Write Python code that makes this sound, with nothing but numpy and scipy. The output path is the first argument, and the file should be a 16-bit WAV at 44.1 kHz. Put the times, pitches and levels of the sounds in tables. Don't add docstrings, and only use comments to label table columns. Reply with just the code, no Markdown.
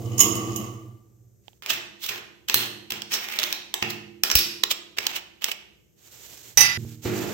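import sys
import numpy as np
from scipy import signal
from scipy.fft import rfft, irfft, next_fast_len
from scipy.io import wavfile

SR = 44100
rng = np.random.default_rng(int(sys.argv[2]) if len(sys.argv) > 2 else 0)


def unload_wav(signal):
    wavfile.write(
        sys.argv[1],
        SR,
        np.round(np.clip(np.atleast_2d(signal).T, -1, 1) * 32767).astype(np.int16),
    )


N = 323253
T = np.arange(N) / SR


# (time [s], level [dB re clank_db], slide [ms])
CLANKS = [(0.182, -21.5, 3.2), (0.193, -16, 3), (0.203, -6.5, 0.92), (0.208, -10.5, 5.6),
          (0.354, -26.5, 2.2), (0.561, -23, 1.06)]
# (frequency [Hz], t60 [s], relative level [dB], left minus right [dB])
AUGER_MODES = [(1130, 0.29, -9, 0), (1180, 0.89, -14.5, 0), (1986, 0.28, -22.5, -10),
               (2780, 0.032, -20.5, -16), (2977, 0.17, -13.5, 3), (5540, 0.046, -11.5, -1.5),
               (6560, .03, -1, -26), (6534, 0.07, -2, -20), (7320, 0.066, -19, -21.5), (6760, .02, -2, -9),
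               (8350, 0.023, -10.5, -11), (9300, 0.09, -6.5, 8.5), (11750, 0.073, -5.5, -4),
               (12890, .1, -3.5, -7), (13400, 0.076, -3.5, -17.5), (16500, .02, -6, -7.5)]
# (time [s], extra load [dB re running load])
BINDS = [(0.215, 4), (0.58, -11)]
BIND_ATTACK_S, BIND_RELEASE_S = 0.025, 0.2
# (frequency [Hz], level [dB])
RUMBLE_COLOUR = [(60, -10), (150, -12), (210, 4), (275, -9), (333, 9), (400, -11.5), (470, -5.5),
                 (570, -19), (700, -13), (1000, -26), (1600, -39), (4000, -34.5)]
RUMBLE_DB, RUB_FORCE_DB = -32, -42.5
RUMBLE_POWER, RUB_POWER = 1.7, 3.2


def auger(walls, wet_db=-3, whine_db=-3, clank_db=1):
    load = 1
    for s, db in BINDS:
        load = load + undb(db) * envelope(s, s + BIND_ATTACK_S, BIND_ATTACK_S, BIND_RELEASE_S)
    rumble = unit_rms(colour(grit(N, 2, alike=0.75), RUMBLE_COLOUR))
    rumble = rumble * undb(RUMBLE_DB) * load * speed() ** RUMBLE_POWER
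    rub_colour = [(1200, -0.5), (2000, 8), (3000, 4.5), (6500, -4.5), (9000, -15.5), (14000, -13)]
    force = colour(grit(N, 5.7) * judder(70, 3.3), rub_colour)
    force = force * undb(RUB_FORCE_DB) * load * speed() ** RUB_POWER
    whine = undb(whine_db) * through(force[0], body(AUGER_MODES[:2], blur=0.015))
    for s, db, slide_ms in CLANKS:
        add(force, s - 1 / 20, sized(contact(slide_ms), db + clank_db, slide_ms))
    metal = through(force, body(AUGER_MODES, crack_db=-17, crack_s=0.01, blur=0.022)) + whine
    metal = colour(metal, [(700, -5), (1150, -2.5), (1600, -10), (2000, 0), (3000, 5), (4200, -3.5), (5500, 0.5)])
    return hum() + rumble * pan(-1.3) + metal + undb(wet_db) * through(metal, walls)


HUM_DB, HUM_POWER = -28.5, 0.96
HUM_SAG_DB_PER_S = 7.5


def hum(low_hz=103.9, high_hz=119.6, low_db=-5):
    pair = np.cos(2 * np.pi * high_hz * T) + undb(low_db) * np.cos(2 * np.pi * low_hz * T)
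    sagging_db = HUM_DB - HUM_SAG_DB_PER_S * np.minimum(T, SWITCH_OFF_S)
    level = undb(sagging_db) * speed() ** HUM_POWER
    return unit_rms(pair * judder(19, 2.9)) * level * pan(-4.5)


SWITCH_OFF_S, COAST_S = 0.59, 0.26


def speed():
    return np.exp(-np.maximum(T - SWITCH_OFF_S, 0) / COAST_S)


# (time [s], slide [ms], level [dB], resonance [Hz], brightness [dB])
TOUCHES = [(1.662, 0.26, -24, 2550, -4.5), (1.704, 11.3, -17.5, 3000, -1.5), (1.735, 7.6, -26, 2600, 2),
           (2.041, 22.5, -28.5, 3570, 3), (2.064, 2.2, -23, 2980, 6.5), (2.092, 7.8, -23, 2680, 1),
           (2.486, 2.7, -22.5, 3060, 1), (2.498, 0.81, -14.5, 2540, -3.5), (2.543, 0.11, 2, 4250, 7),
           (2.906, 2.2, -21.5, 3200, 1), (2.921, 1.7, -22, 2880, 1), (3.02, 0.81, -25.5, 3010, -5.5),
           (3.14, 19, -20.5, 5530, 0), (3.389, 1.2, -16.5, 3660, -4), (3.399, 3.7, -22.5, 3630, -2),
           (3.432, 1.8, -18, 2800, 0.5), (3.438, 0.86, -17, 4020, -2.5), (3.527, 1, -16, 4000, 0),
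           (3.741, 0.61, -15, 3320, -1), (3.826, 1.9, -16.5, 2530, -9.5), (3.904, 7, -27, 4220, 1),
           (4.236, 1.04, -7, 5530, 3.5), (4.301, 0.26, -16.5, 5400, -6.5), (4.315, 3.7, -15, 5490, -0.5),
           (4.354, 0.46, 4, 5130, 9.5), (4.389, 4.9, -15.5, 3500, 5), (4.637, 1.76, -10.5, 3800, -2),
           (4.713, 7.9, -15, 3510, 1.5), (4.986, 1.9, -16, 2520, -5.5), (5.068, 1.4, -12.5, 4000, -1),
           (5.163, 13, -25, 2580, -0.5), (5.443, 0.96, -12.5, 6480, 0.5), (5.517, 5.4, -22.5, 2750, -1.5)]
TOUCH_BASS_DB, TOUCH_TREBLE_DB = -2, -3
# (frequency [Hz], level [dB])
SPOON_COLOUR = [(60, -42), (200, -13.5), (600, -6.5), (1100, -5), (1800, -3), (3000, 2), (4500, -2),
                (5600, -1), (7300, -3.5), (8500, -6), (13000, -3), (16000, 1.5)]
# (frequency [Hz], t60 [s], relative level [dB], left minus right [dB])
SPOON_MODES = [(5470, 0.3, -2, -6), (7480, 0.31, -5, -3.5)]
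# (frequency [Hz], t60 [s], relative level [dB], left minus right [dB])
FRAME = [(100, 1.7, -10.5, -5.5), (116, 0.88, -2, -6.5), (153.6, 1.1, -7.5, -6), (209, 2.1, -2.5, -6),
         (227.8, 0.69, -3, -5), (309.4, 2, -4.5, -2.5), (343.6, 2.4, 1.5, -13.5), (358, 0.85, 0.5, -5),
         (403, 0.55, -10, 0.5), (459.4, 0.92, -5, 4.5)]
SPOON_PAN_DB, SPOON_LAG_MS = -5, 0.11
APPROACH_START_S, APPROACH_END_S = 4.47, 4.67
SPREAD_FAR_DB, SPREAD_NEAR_DB = -6, -13.5


def spoon(walls, frame_db=-4, ring_db=-17, damping=0.71):
    steel = strokes()
    for s, slide_ms, db, hz, bright_db in TOUCHES:
        burst = colour(contact(slide_ms), SPOON_COLOUR)
        burst = colour(burst, [(900, TOUCH_BASS_DB), (2000, 0), (6500, 0), (10000, TOUCH_TREBLE_DB)])
        burst = resonate(brighten(burst, bright_db), hz, width_hz=700, db=3)
        add(steel, s - 1 / 20, sized(burst, db, slide_ms))
    late_right = np.roll(steel[1], round(SPOON_LAG_MS * SR / 1000))
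    direct = pan(SPOON_PAN_DB) * np.array([steel[0], late_right])
    ring = undb(ring_db) * through(steel.mean(0), body(SPOON_MODES, blur=0.012))
    spread_db = np.interp(T, [APPROACH_START_S, APPROACH_END_S], [SPREAD_FAR_DB, SPREAD_NEAR_DB])
    spread = steel.mean(0) * undb(spread_db)
    frame = body([(hz, t60 * damping, db, lr) for hz, t60, db, lr in FRAME], blur=0.068)
    surroundings = pan(-3.5) * np.sqrt(2) * walls + undb(frame_db) * frame
    return direct + ring + through(spread, surroundings)


# (start [s], end [s], level [dB], resonance [Hz], brightness [dB])
STROKES = [(1.615, 1.756, -35, 2140, -0.5), (2.015, 2.069, -39, 3380, 11.5), (2.091, 2.15, -30.5, 1850, -1),
           (2.482, 2.532, -31.5, 2600, 1), (2.55, 2.628, -26, 3340, 0.5), (2.905, 2.974, -37.5, 2780, -2.5),
           (3.105, 3.52, -31.5, 2180, 2), (3.815, 3.94, -42, 2710, 3.5), (4.232, 4.42, -35.5, 5400, 2.5),
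           (4.965, 5.169, -33.5, 2550, -2), (5.41, 5.497, -30.5, 2770, 1)]
STROKE_ATTACK_S, STROKE_RELEASE_S = 0.0088, 0.024


def strokes():
    slips = grit(N, 3.04, alike=0.24) * judder(220, 5) * judder(60, 2.9)
    slips = colour(slips + crumbs(), SPOON_COLOUR)
    slips = colour(slips, [(500, 5.5), (3000, 1.5), (6000, -3), (9000, -5.5), (15000, -4)])
    out = np.zeros((2, N))
    for start, end, db, hz, bright_db in STROKES:
        span = slice(int(start * SR), int(end * SR) + SR // 20)
        drag = resonate(brighten(slips[:, span], bright_db), hz, width_hz=650, db=1)
        swell = envelope(start, end, STROKE_ATTACK_S, STROKE_RELEASE_S)[span]
        add(out, start, undb(db) * unit_rms(drag) * swell)
    return out


CRUMBS_PER_S, CRUMB_DB = 180, -9.5


def crumbs():
    cracks = (rng.random(N) < CRUMBS_PER_S / SR) * rng.standard_normal((2, N))
    return undb(CRUMB_DB) * unit_rms(cracks)


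# (time [s], level [dB])
RING_BLOWS = [(6.5734, -2.5), (6.607, -2.5), (6.613, -20), (6.654, -22)]
# (frequency [Hz], t60 [s], relative level [dB], left minus right [dB])
RING_MODES = [(816, 0.37, -13.5, 2.5), (1130, 0.27, -17.5, -3), (1392, 1, -25.5, -4), (1836, 0.37, -16, 17),
              (1992, 0.21, -4.5, -20), (2300, 0.21, -20, 12), (2440, 0.45, -18.5, -7), (2860, 0.15, -27, 0),
              (3400, .2, -31, -2), (2630, 0.17, -15, -16), (2800, 0.089, -21, -19), (3440, 0.19, -21, -8),
              (3840, 0.099, -11, -10), (3873, 0.16, -12, 11), (4280, 0.62, -17, -2), (4810, 0.38, -5, -1),
              (5170, 0.24, -4.5, -21), (5400, 0.17, -26, -11), (5540, 0.32, -6.5, -6),
              (6260, .15, -2.5, -31.5), (5940, 0.15, 7, -27), (7150, 0.5, -12.5, -13), (8550, 0.18, -9, -7),
              (9440, 0.22, -3, -23), (11170, 0.18, -4.5, 1), (11700, 0.18, -12, -10),
              (12240, 0.095, -1.5, -17), (13800, 0.11, -7.5, -18), (14100, .18, -26, -1),
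              (15600, .15, -33, -4)]


def locking_ring(walls, wet_db=-5, chatter_db=-21, chatter_s=0.07):
    force = np.zeros(N)
    for s, db in RING_BLOWS:
        force[int(s * SR)] += undb(db) * np.sqrt(SR / 100)
    clang = through(force, body(RING_MODES, crack_db=-12, crack_s=0.02, blur=0.0046))
    struck = RING_BLOWS[0][0]
    chatter_colour = [(400, -14), (900, -4.5), (2200, 5), (5500, 0), (8000, -12), (14000, -16)]
    chatter = unit_rms(colour(grit(N, 2.56) * judder(300, 5.8), chatter_colour))
    clang = clang + undb(chatter_db) * pan(-2) * chatter * envelope(struck, struck, 0.0024, chatter_s)
    to_room = colour(clang, [(800, -5.5), (3000, 8), (6000, -10), (15000, -2)])
    return clang + undb(wet_db) * through(to_room, walls)


# (frequency [Hz], level [dB])
THREAD_COLOUR = [(35, -55), (60, -31.5), (108, -16), (176, -3.5), (222, 6), (256, 1), (338, -8.5),
                 (389, -1.5), (1090, -15), (2350, -13.5), (6900, -27), (9570, -59), (13300, -41),
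                 (16000, -39)]
TURN_S, TURN_DB, TURN_ATTACK_S = 7.046, -34, 0.012
JOLT_DB, JOLT_S = 0, 0.044
HAND_S, HAND_ATTACK_S, HAND_DB = 7.015, 0.028, -38


def thread(walls, wet_db=-4, frame_db=-1):
    jolt = undb(JOLT_DB) * envelope(TURN_S, TURN_S + TURN_ATTACK_S, TURN_ATTACK_S, JOLT_S)
    effort = undb(TURN_DB) * (np.clip((T - TURN_S) / TURN_ATTACK_S, 0, 1) + jolt)
    slips = grit(N, 2.75, alike=0.78)
    rub = unit_rms(colour(slips, THREAD_COLOUR)) * effort * pan(-3)
    grip = undb(HAND_DB) * np.clip((T - HAND_S) / HAND_ATTACK_S, 0, 1)
    hand = colour(grit(N, 1.3, alike=0.1) * judder(70, 2.4), SLEEVE_COLOUR) * grip * pan(-10)
    boom = undb(frame_db) * through(slips[0] * effort, body(FRAME))
    return rub + hand + undb(wet_db) * through(rub, walls) + boom


# (time [s], level [dB before colour], contact [ms])
KNOCKS = [(1.72, -38, 0.95), (2.1, -39.5, 0.55), (2.559, -27, 0.46), (2.922, -33, 0.26),
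          (3.826, -23.5, 0.8), (4.353, -29.5, 0.6), (4.987, -40, 0.71), (6.575, -26, 11), (6.776, -20, 27),
          (6.85, -21.5, 27), (7.059, -15, 0.96)]


def knocks():
    out = np.zeros((2, N))
    for s, db, contact_ms in KNOCKS:
        modes = []
        for hz, t60, mode_db, lr in FRAME:
            spot_db = 2 * rng.standard_normal()
            softness_db = 20 * np.log10(1 + (hz * contact_ms / 700) ** 2)
            modes.append((hz, t60, mode_db + spot_db - softness_db, lr))
        add(out, s, undb(db) * np.sqrt(SR / 100) * body(modes))
    return colour(out, [(40, -5), (100, 1.5)])


# (start [s], end [s], peak level [dB before colour])
RUSTLES = [(1.406, 1.616, -63.5), (5.953, 6.644, -44), (6.676, 7.047, -48)]
# (frequency [Hz], level [dB])
SLEEVE_COLOUR = [(100, 1), (400, 6.5), (1000, -3), (3000, 3), (5000, 1.5), (7000, 6.5), (9000, -2),
                 (14000, 3), (16000, -2)]


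def sleeve(frame_db=-13):
    sweeps = np.zeros(N)
    for start, end, db in RUSTLES:
        sweeps += undb(db) * np.sin(np.pi * np.clip((T - start) / (end - start), 0, 1))
    slips = grit(N, 1.3, alike=0.14) * judder(70, 2.4) * sweeps
    rustle = colour(slips, SLEEVE_COLOUR) * pan(-6)
    return rustle + undb(frame_db) * through(slips[0], body(FRAME[:2]))


# (time [s], level [dB])
CLICKS = [(1.482, -27), (1.532, -44)]
THUMPS = [(2.546, -44), (4.355, -14.5), (6.573, -52), (7.056, -39)]
# (frequency [Hz], t60 [s], relative level [dB], left minus right [dB])
CLICK_MODES = [(835, 0.014, -5, -41), (3140, 0.004, 3, -41)]
THUMP_MODES = [(60, 0.09, 0.5, 7), (85.9, 0.07, -2.5, 0)]


def bumps(events, modes):
    out, t = np.zeros((2, N)), T[:SR // 2]
    case = 0
    for hz, t60, db, lr in modes:
        case = case + undb(db) * pan(lr) * np.sin(2 * np.pi * hz * t) * decay(t, t60)
    for s, db in events:
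        add(out, s, undb(db) * case)
    return out


# (frequency [Hz], t60 [s])
ROOM_T60 = [(150, 1.1), (400, 0.78), (1000, 0.61), (2800, 0.62), (7000, 0.56), (15000, 0.24)]


def room(build_s=0.0016):
    t, tail = T[:SR], 0
    spectrum, f = rfft(rng.standard_normal((2, SR))), np.fft.rfftfreq(SR, 1 / SR)
    for hz in 125 * 2 ** np.arange(8):
        band = np.clip(1 - abs(np.log2((f + 1) / hz)), 0, 1)
        tail = tail + irfft(spectrum * band, SR) * decay(t, on_log(hz, ROOM_T60))
    tail = colour(tail, [(200, 4.5), (1000, 6), (3000, 2.5), (7000, -2), (15000, 1.6)])
    return unit_energy(tail * (1 - np.exp(-t / build_s)))


# (frequency [Hz], level [dB])
AIR_COLOUR = [(25, -17), (60, 4), (120, 1), (210, 0), (270, -15.5), (345, -0.5), (840, -27.5), (4300, -35),
              (6400, -21), (9700, -29.5), (13300, -21.5), (16000, -35)]
AIR_DB = -59.5


def air():
    return unit_rms(colour(grit(N, 0, alike=0.23), AIR_COLOUR)) * undb(AIR_DB)


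def grit(n, spread_db, alike=0.45):
    sizes = np.minimum(rng.exponential(size=n // 16 + 1), 5)
    size = undb(spread_db * np.repeat(sizes, 16)[:n])
    common, own = rng.standard_normal(n), rng.standard_normal((2, n))
    return unit_rms(size * (np.sqrt(alike) * common + np.sqrt(1 - alike) * own))


def judder(rate_hz, depth_db):
    moments = np.cumsum(rng.exponential(1 / rate_hz, size=4000))
    grips = np.clip(rng.standard_normal(len(moments)), -2, 2)
    return unit_rms(undb(depth_db * np.interp(T, moments, grips)))


def contact(slide_ms, spread_db=0.5, ring_ms=0.87):
    ms = (T[:SR // 10] - 1 / 20) * 1000
    swell = np.exp(np.minimum(ms / (0.58 * slide_ms), -ms / (0.7 * slide_ms + ring_ms)))
    return grit(len(ms), spread_db, alike=0.082) * swell


def sized(x, db, slide_ms):
    return unit_energy(x) * undb(db) * np.sqrt(SR * (2 * slide_ms + 4) / 1000)


def body(modes, crack_db=-60, crack_s=0.01, blur=0):
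    t, ring = T[:SR], 0
    for hz, t60, db, lr in modes:
        wander = 0
        if blur:
            steps = rng.standard_normal((2, SR))
            wander = np.cumsum(steps, axis=1) * np.sqrt(2 * np.pi * blur * hz / SR)
        mode = np.sin(2 * np.pi * hz * t + wander) * decay(t, t60)
        ring = ring + undb(db) * pan(lr) * unit_energy(mode)
    crack_colour = [(200, -16.5), (700, -11), (2000, -7.5), (6000, -3.5), (8000, -8.5), (15000, -0.5)]
    crack = colour(rng.standard_normal((2, SR)) * np.exp(-t / crack_s), crack_colour)
    return unit_energy(unit_energy(ring) + undb(crack_db) * pan(1) * unit_energy(crack))


def decay(t, t60):
    return np.exp(-np.log(1000) * t / t60)


def envelope(start, end, attack_s, release_s):
    return np.clip((T - start) / attack_s, 0, 1) * np.exp(-np.clip((T - end) / release_s, 0, 20))


def resonate(x, hz, width_hz, db):
    return x + undb(db) * signal.lfilter(*signal.iirpeak(hz, hz / width_hz, fs=SR), x)


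def brighten(x, db):
    return colour(x, [(900, -db), (2000, 0), (6500, 0), (10000, db)])


def colour(x, points):
    n = next_fast_len(x.shape[-1])
    gain = undb(on_log(np.fft.rfftfreq(n, 1 / SR), points))
    return irfft(rfft(x, n) * gain, n)[..., :x.shape[-1]]


def on_log(hz, points):
    f, value = np.transpose(points)
    return np.interp(np.log(hz + 1), np.log(f), value)


def through(x, response):
    return signal.fftconvolve(np.atleast_2d(x), faded(response), axes=-1)[:, :N]


def faded(response):
    return response * np.clip(10 * (1 - T[:SR]), 0, 1) ** 2


def add(out, s, x):
    i = max(int(s * SR), 0)
    out[..., i:i + x.shape[-1]] += x[..., :N - i]


def undb(db):
    return 10 ** (np.asarray(db) / 20)


def pan(db):
    g = undb(np.array([[db], [-db]]) / 2)
    return g / np.sqrt(np.mean(g ** 2))


def unit_rms(x):
    return x / np.sqrt(np.mean(x ** 2))


def unit_energy(x):
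    return unit_rms(x) / np.sqrt(x.shape[-1])


CUTS = [1.622, 6.775]


def scene():
    walls = room()
    first, last = T < CUTS[0], T >= CUTS[1]
    middle = ~first & ~last
    shots = first * auger(walls)
    shots = shots + middle * (spoon(walls) + locking_ring(walls))
    shots = shots + last * thread(walls)
    case = bumps(CLICKS, CLICK_MODES) + bumps(THUMPS, THUMP_MODES)
    return shots + knocks() + sleeve() + case + air()


# (frequency [Hz], level [dB])
MICROPHONE = [(20, -21), (60, -3.5), (8000, -2), (9300, -7), (10200, -12.5), (11500, -5), (13000, -2)]
TOP_HZ = 15900


def record(dry):
    loud = np.clip(colour(dry, MICROPHONE), -1, 1)
    low_pass = signal.ellip(10, 0.2, 70, TOP_HZ, fs=SR, output="sos")
    return signal.sosfilt(low_pass, loud)


dry = scene()
out = record(dry)
unload_wav(out)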